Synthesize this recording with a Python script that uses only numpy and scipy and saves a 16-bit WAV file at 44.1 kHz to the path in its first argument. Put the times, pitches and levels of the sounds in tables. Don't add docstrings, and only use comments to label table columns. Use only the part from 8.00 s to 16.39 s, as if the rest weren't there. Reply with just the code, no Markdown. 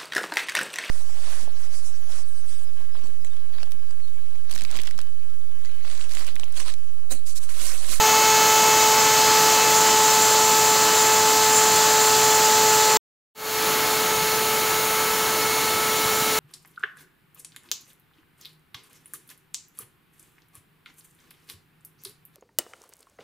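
import sys
import numpy as np
from scipy import signal
from scipy.fft import rfft, irfft
from scipy.io import wavfile
from scipy.ndimage import uniform_filter1d

SR = 44100
rng = np.random.default_rng(int(sys.argv[2]) if len(sys.argv) > 2 else 0)


def dump_mix(stems):
    frames = np.atleast_2d(stems).T
    limited = np.clip(frames, -1, 1)
    pcm = np.round(limited * 32767).astype(np.int16)
    wavfile.write(sys.argv[1], SR, pcm)


def linear_from_db(decibels):
    return 10 ** (np.asarray(decibels, float) / 20)


N = 369999
TIME = np.arange(N) / SR
CUT_S = 4.97164


def unit(x):
    return x / np.sqrt(np.mean(x ** 2))


def walk(rate):
    hold = max(int(SR / rate), 2)
    steps = rng.standard_normal(N // hold + 2)
    joined = np.interp(np.arange(N) / hold, np.arange(len(steps)), steps)
    return unit(uniform_filter1d(joined, hold))


def read(table):
    s, *columns = np.transpose(table)
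    return [np.interp(TIME, s, column) for column in columns]


def along(levels_db, pass_s):
    return np.interp(TIME, np.linspace(*pass_s, len(levels_db)), levels_db)


def turns(hz):
    return 2 * np.pi * np.cumsum(hz) / SR


def slow_noise(width_hz):
    pole = np.exp(-np.pi * width_hz / SR)
    noise = rng.standard_normal(N) + 1j * rng.standard_normal(N)
    return signal.lfilter([1], np.poly([pole, pole]), noise)


def narrow(phase, width_hz):
    return unit(np.real(slow_noise(1.55 * width_hz) * np.exp(1j * phase)))


def air(spectrum, body, flutter_db):
    hz = np.fft.rfftfreq(N, 1 / SR) + 1
    table_hz, table_db = np.transpose(spectrum)
    colour = rfft(rng.standard_normal(N)) * linear_from_db(np.interp(np.log(hz), np.log(table_hz), table_db))
    body_db = 0
    for centre_hz, width_hz, db in body:
        body_db = body_db + db * np.exp(-(2 * (hz - centre_hz) / width_hz) ** 2)
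    colour *= linear_from_db(body_db)
    colour /= np.std(irfft(colour * (hz > 10500) * (hz < 15500), N))
    out = 0
    for octave in range(4, 15):
        share = np.clip(1 - abs(np.clip(np.log2(hz), 4, 14) - octave), 0, 1)
        out = out + irfft(colour * share, N) * linear_from_db(flutter_db * (walk(3.19) + walk(11)))
    return out


def bumps():
    # middle_s, pitch_hz, length_cycles, peak_db
    knocks = [
        (6.228, 174, 7, -29),
        (8.06, 130, 1.3, -27),
        (8.05, 260, 1.5, -29),
        (8.224, 220, 1.4, -23),
    ]
    out = 0
    for s, hz, cycles, db in knocks:
        swell = np.exp(-((TIME - s) * hz / cycles * 2) ** 2)
        out = out + linear_from_db(db) * swell * np.sin(2 * np.pi * hz * TIME)
    return out


def ball_bearing(shaft, lines):
    return sum(linear_from_db(db) * narrow(k * shaft, width_hz) for k, width_hz, db in lines)


def shank_chatter(shaft, ring_hz, ring_db):
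    return linear_from_db(ring_db) * narrow(turns(ring_hz + 60), 560) * (1 + 0.16 * np.cos(shaft))


def other_orders(shaft, orders, pass_s):
    out = 0
    for k, *levels_db in orders:
        out = out + linear_from_db(along(levels_db, pass_s) + .5 + 1.5 * walk(9)) * np.sin(k * shaft + k * k)
    return np.sqrt(2) * out


def whine(shaft, levels, pass_s):
    null_s, null_half_s, null_db = .72, .55, -16
    null = null_db * np.exp(-((TIME - null_s) / null_half_s) ** 2)
    out = 0
    for k, levels_db in zip((1, 2, 3, 22), levels):
        db = along(levels_db, pass_s) + (k > 3) * null + .5 * walk(9)
        out = out + linear_from_db(db) * np.sin(k * shaft + k * k)
    return np.sqrt(2) * out


def squeal(shaft):
    # offset_shaft_multiples, start_db, midway_db, end_db
    sidebands = [(-2, 2, -12, -12), (-1, 3, -7, -4), (0, -6, 1, -.5), (.53, -14, -4, -9), (2, -9, -8, -7),
                 (4, -18, -17, -16), (7, -19, -15, -15), (8, -16, -13, -13), (9, -18, -15, -16),
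                 (17.2, -16, -13, -13)]
    pitch_hz, wander_hz = 7288, 20
    level_db, early_db, rise_db_per_s, burst_db = -29, -10.5, 1.1, 2.5
    sets_in_s, grows_s = 1.1, 1
    drift = slow_noise(65)
    pitch = pitch_hz + wander_hz * walk(3) + 28 * walk(16)
    tone = (.95 + .85 * drift / np.std(drift)) * np.exp(1j * turns(pitch))
    sides = 0
    for k, *levels_db in sidebands:
        sides = sides + linear_from_db(along(levels_db, (0, CUT_S))) * np.exp(1j * k * shaft)
    grown = np.clip((TIME - sets_in_s) / grows_s, 0, 1)
    later = np.maximum(TIME - sets_in_s - grows_s, 0)
    db = level_db + early_db * (1 - grown) + rise_db_per_s * later + burst_db * walk(9)
    return linear_from_db(db) * np.real(tone * sides)


def spindle(speed, whine_levels, curve, orders, bearing, spectrum, body, squeals):
    air_db, ring_hz, ring_db = read(curve)
    shaft = turns(read(speed)[0] + .08 * walk(12))
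    pass_s = speed[0][0], speed[-1][0]
    hiss = linear_from_db(air_db) * (1 + 0.032 * np.cos(shaft)) * air(spectrum, body, flutter_db=0.44)
    balls = ball_bearing(shaft, bearing)
    ring = shank_chatter(shaft, ring_hz, ring_db)
    tones = other_orders(shaft, orders, pass_s) + whine(shaft, whine_levels, pass_s)
    return hiss + balls + ring + tones + squeals * squeal(shaft)


def microphone(x, drive, makeup_db):
    return linear_from_db(makeup_db) * np.tanh(drive * x) / drive


def far_position():
    # start_s, speed_hz
    speed = [(5.55, 435.45), (6.15, 435.4), (6.7, 436.3), (7.2, 436.68), (7.6, 436.55), (8.35, 436.13)]
    # start_db, midway_db, end_db
    levels = [(-29, -31.5, -31), (-30.5, -32, -34.6), (-35, -32.5, -32), (-40.3, -36.5, -37)]
    # start_s, air_db, chatter_hz, chatter_db
    curve = [
        (5.5, -29, 6760, -45.5),
        (5.8, -31, 6770, -45.5),
        (7.83, -31.5, 7040, -50),
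        (8.39, -31.5, 6930, -46.5),
    ]
    # shaft_multiple, start_db, end_db
    orders = [(4, -43, -46), (5, -38.5, -36), (6, -54, -48), (7, -47, -45), (8, -52.5, -46), (9, -47, -40),
              (10, -40, -43), (11, -48, -55), (12, -52, -52), (13, -47.5, -43), (14, -45, -45),
              (15, -38, -41.5), (16, -44, -41.5), (17, -54, -43), (18, -51, -51), (19, -55, -57),
              (20, -60, -54), (23, -51, -51), (27, -54, -48), (28, -54, -51)]
    # shaft_multiple, width_hz, level_db
    bearing = [(9.73, 10, -50), (10.28, 10, -50), (12.28, 10, -51), (12.73, 10, -52), (14.73, 10, -53),
               (18.95, 30, -55), (21.73, 10, -58)]
    # pitch_hz, density_db_per_hz
    spectrum = [(25, -34), (60, -18), (130, -10), (600, -8), (1200, -6), (2000, -9.5), (4200, -11),
                (5500, -15.5), (7200, -11.5), (8000, -19.5), (8900, -23.5), (9700, -16.5), (12200, -15),
                (15700, -13.5)]
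    # centre_hz, width_hz, level_db
    body = [(1340, 200, 0), (1850, 180, -0.5), (3420, 600, -1.2), (4300, 230, 1.5), (5270, 200, 3),
            (6600, 260, -4), (7400, 550, 1), (8160, 400, -1.5), (10300, 700, -1), (12400, 980, 2),
            (14100, 1300, -2), (15400, 500, -0.5)]
    sound = spindle(speed, levels, curve, orders, bearing, spectrum, body, squeals=0)
    return microphone(sound + bumps(), drive=3.24, makeup_db=0.57)


def near_position():
    # start_s, speed_hz
    speed = [(0.0, 435.6), (1.2, 435.3), (1.75, 434.95), (2.2, 435.35), (2.6, 435.02), (3.9, 434.8),
             (4.8, 433.76)]
    # start_db, midway_db, end_db
    levels = [(-27.5, -28, -26.2), (-20.5, -23, -22.5), (-28.5, -31.6, -31.5), (-42, -45, -46.5)]
    # start_s, air_db, chatter_hz, chatter_db
    curve = [
        (0.0, -30, 6600, -30),
        (0.362, -30, 6420, -29.5),
        (1.4, -29.5, 6823, -38.5),
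        (2.2, -30.5, 7210, -29),
        (4.9, -30.5, 7190, -35.5),
    ]
    # shaft_multiple, start_db, end_db
    orders = [(4, -36.5, -38), (5, -34, -50), (6, -34, -41.5), (7, -34.5, -44), (8, -48.5, -43.5),
              (9, -45, -42), (10, -36, -35.5), (11, -49, -41), (12, -41.5, -50), (13, -46, -43),
              (14, -35, -43.5), (15, -32, -44), (16, -39, -48), (17, -47, -35), (20, -64, -52),
              (21, -58.5, -56.5), (23, -65, -59), (28, -55, -59)]
    # shaft_multiple, width_hz, level_db
    bearing = [(1.725, 8, -47), (3.277, 6, -45), (4.72, 8, -47), (6.87, 25, -43), (7.87, 25, -40),
               (8.87, 25, -41), (9.5, 15, -45), (9.87, 25, -45), (10.87, 25, -46), (13.85, 25, -41),
               (14.73, 10, -45), (19, 15, -49)]
    # pitch_hz, density_db_per_hz
    spectrum = [(25, -33), (60, -19.5), (130, -10.5), (420, -10), (1050, -4), (1700, -8.5), (4500, -11.5),
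                (5100, -5.5), (5500, -9), (7200, -5), (8800, -15.5), (10000, -27), (10700, -16.5),
                (15700, -15.5)]
    # centre_hz, width_hz, level_db
    body = [(623, 110, 1), (804, 92, -4), (1363, 130, -2), (1584, 280, 0.5), (1980, 180, 1.5),
            (2330, 190, -1), (4120, 460, 2.5), (5270, 310, -4), (5650, 140, 0), (5800, 120, -4),
            (7980, 300, -0.5), (8760, 520, -4.5), (9940, 340, 6.5), (14800, 400, 2.5)]
    sound = spindle(speed, levels, curve, orders, bearing, spectrum, body, squeals=0.68)
    return microphone(sound, drive=2.16, makeup_db=0.86)


def scene():
    fade_from_s, fade_to_s = 5.348, 5.68
    fade = np.clip((TIME - fade_from_s) / (fade_to_s - fade_from_s), 0, 1)
    mono = far_position() * fade + near_position() * (TIME < CUT_S)
    return np.tile(mono, (2, 1))


HALF = 1024
WINDOW = np.sin(np.pi * (np.arange(2 * HALF) + .5) / (2 * HALF))


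def treble_gaps(mono):
    # start_s, end_s, low_hz, high_hz, count
    gaps = [(.5, 4.9, 9650, 10400, 24), (0, 4.3, 11100, 11700, 5), (.8, 1.9, 8300, 9000, 5),
            (6.5, 8.3, 8270, 8960, 6)]
    mono, hz = mono.copy(), np.fft.rfftfreq(2 * HALF, 1 / SR)
    for start, end, low_hz, high_hz, count in gaps:
        for s in rng.uniform(start, end, count):
            part = slice(int(s * SR), int(s * SR) + 2 * HALF)
            band = irfft(rfft(mono[part]) * (hz > low_hz) * (hz < high_hz))
            mono[part] -= .8 * WINDOW ** 2 * band
    return mono


def side_grains(mono):
    # start_s, end_s, count
    grains = [(.1, .7, 4), (.7, 2.4, 34), (2.4, 4.9, 19), (5.4, 5.9, 2), (5.9, 6.5, 12), (6.5, 8.3, 9)]
    band_edges = np.r_[196, 216, 240, 264, 292, 320:737:32]
    side, grid = np.zeros(N), 848
    for start, end, count in grains:
        for when, where, wide in rng.random((count, 3)):
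            s = start + when * (end - start)
            middle = grid + HALF * round((s * SR - grid) / HALF)
            low = int(where ** .75 * (len(band_edges) - 1))
            edges = band_edges[min(low, len(band_edges) - 3):low + 3 + 2 * (wide < .15)]
            part = slice(middle - HALF, middle + HALF)
            bins = np.arange(edges[0], edges[-1])
            size = uniform_filter1d(abs(rfft(mono[part] * WINDOW)), size=30)[bins]
            size = size * rng.standard_normal(len(bins))
            places = np.arange(2 * HALF) + .5 + HALF / 2
            cosines = np.cos(np.pi / HALF * np.outer(places, bins + .5))
            side[part] += linear_from_db(1.5) * WINDOW * (cosines @ size) / HALF
    return side


def low_pass(x):
    return signal.sosfilt(signal.butter(12, 17070, fs=SR, output="sos"), x)


def record(dry):
    top_cut = signal.ellip(12, .1, 60, 15740, fs=SR, output="sos")
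    mono = treble_gaps(signal.sosfiltfilt(top_cut, dry[0]))
    side = side_grains(mono)
    return low_pass(np.array([mono + side, mono - side]))


dry = scene()
out = record(dry)
dump_mix(out)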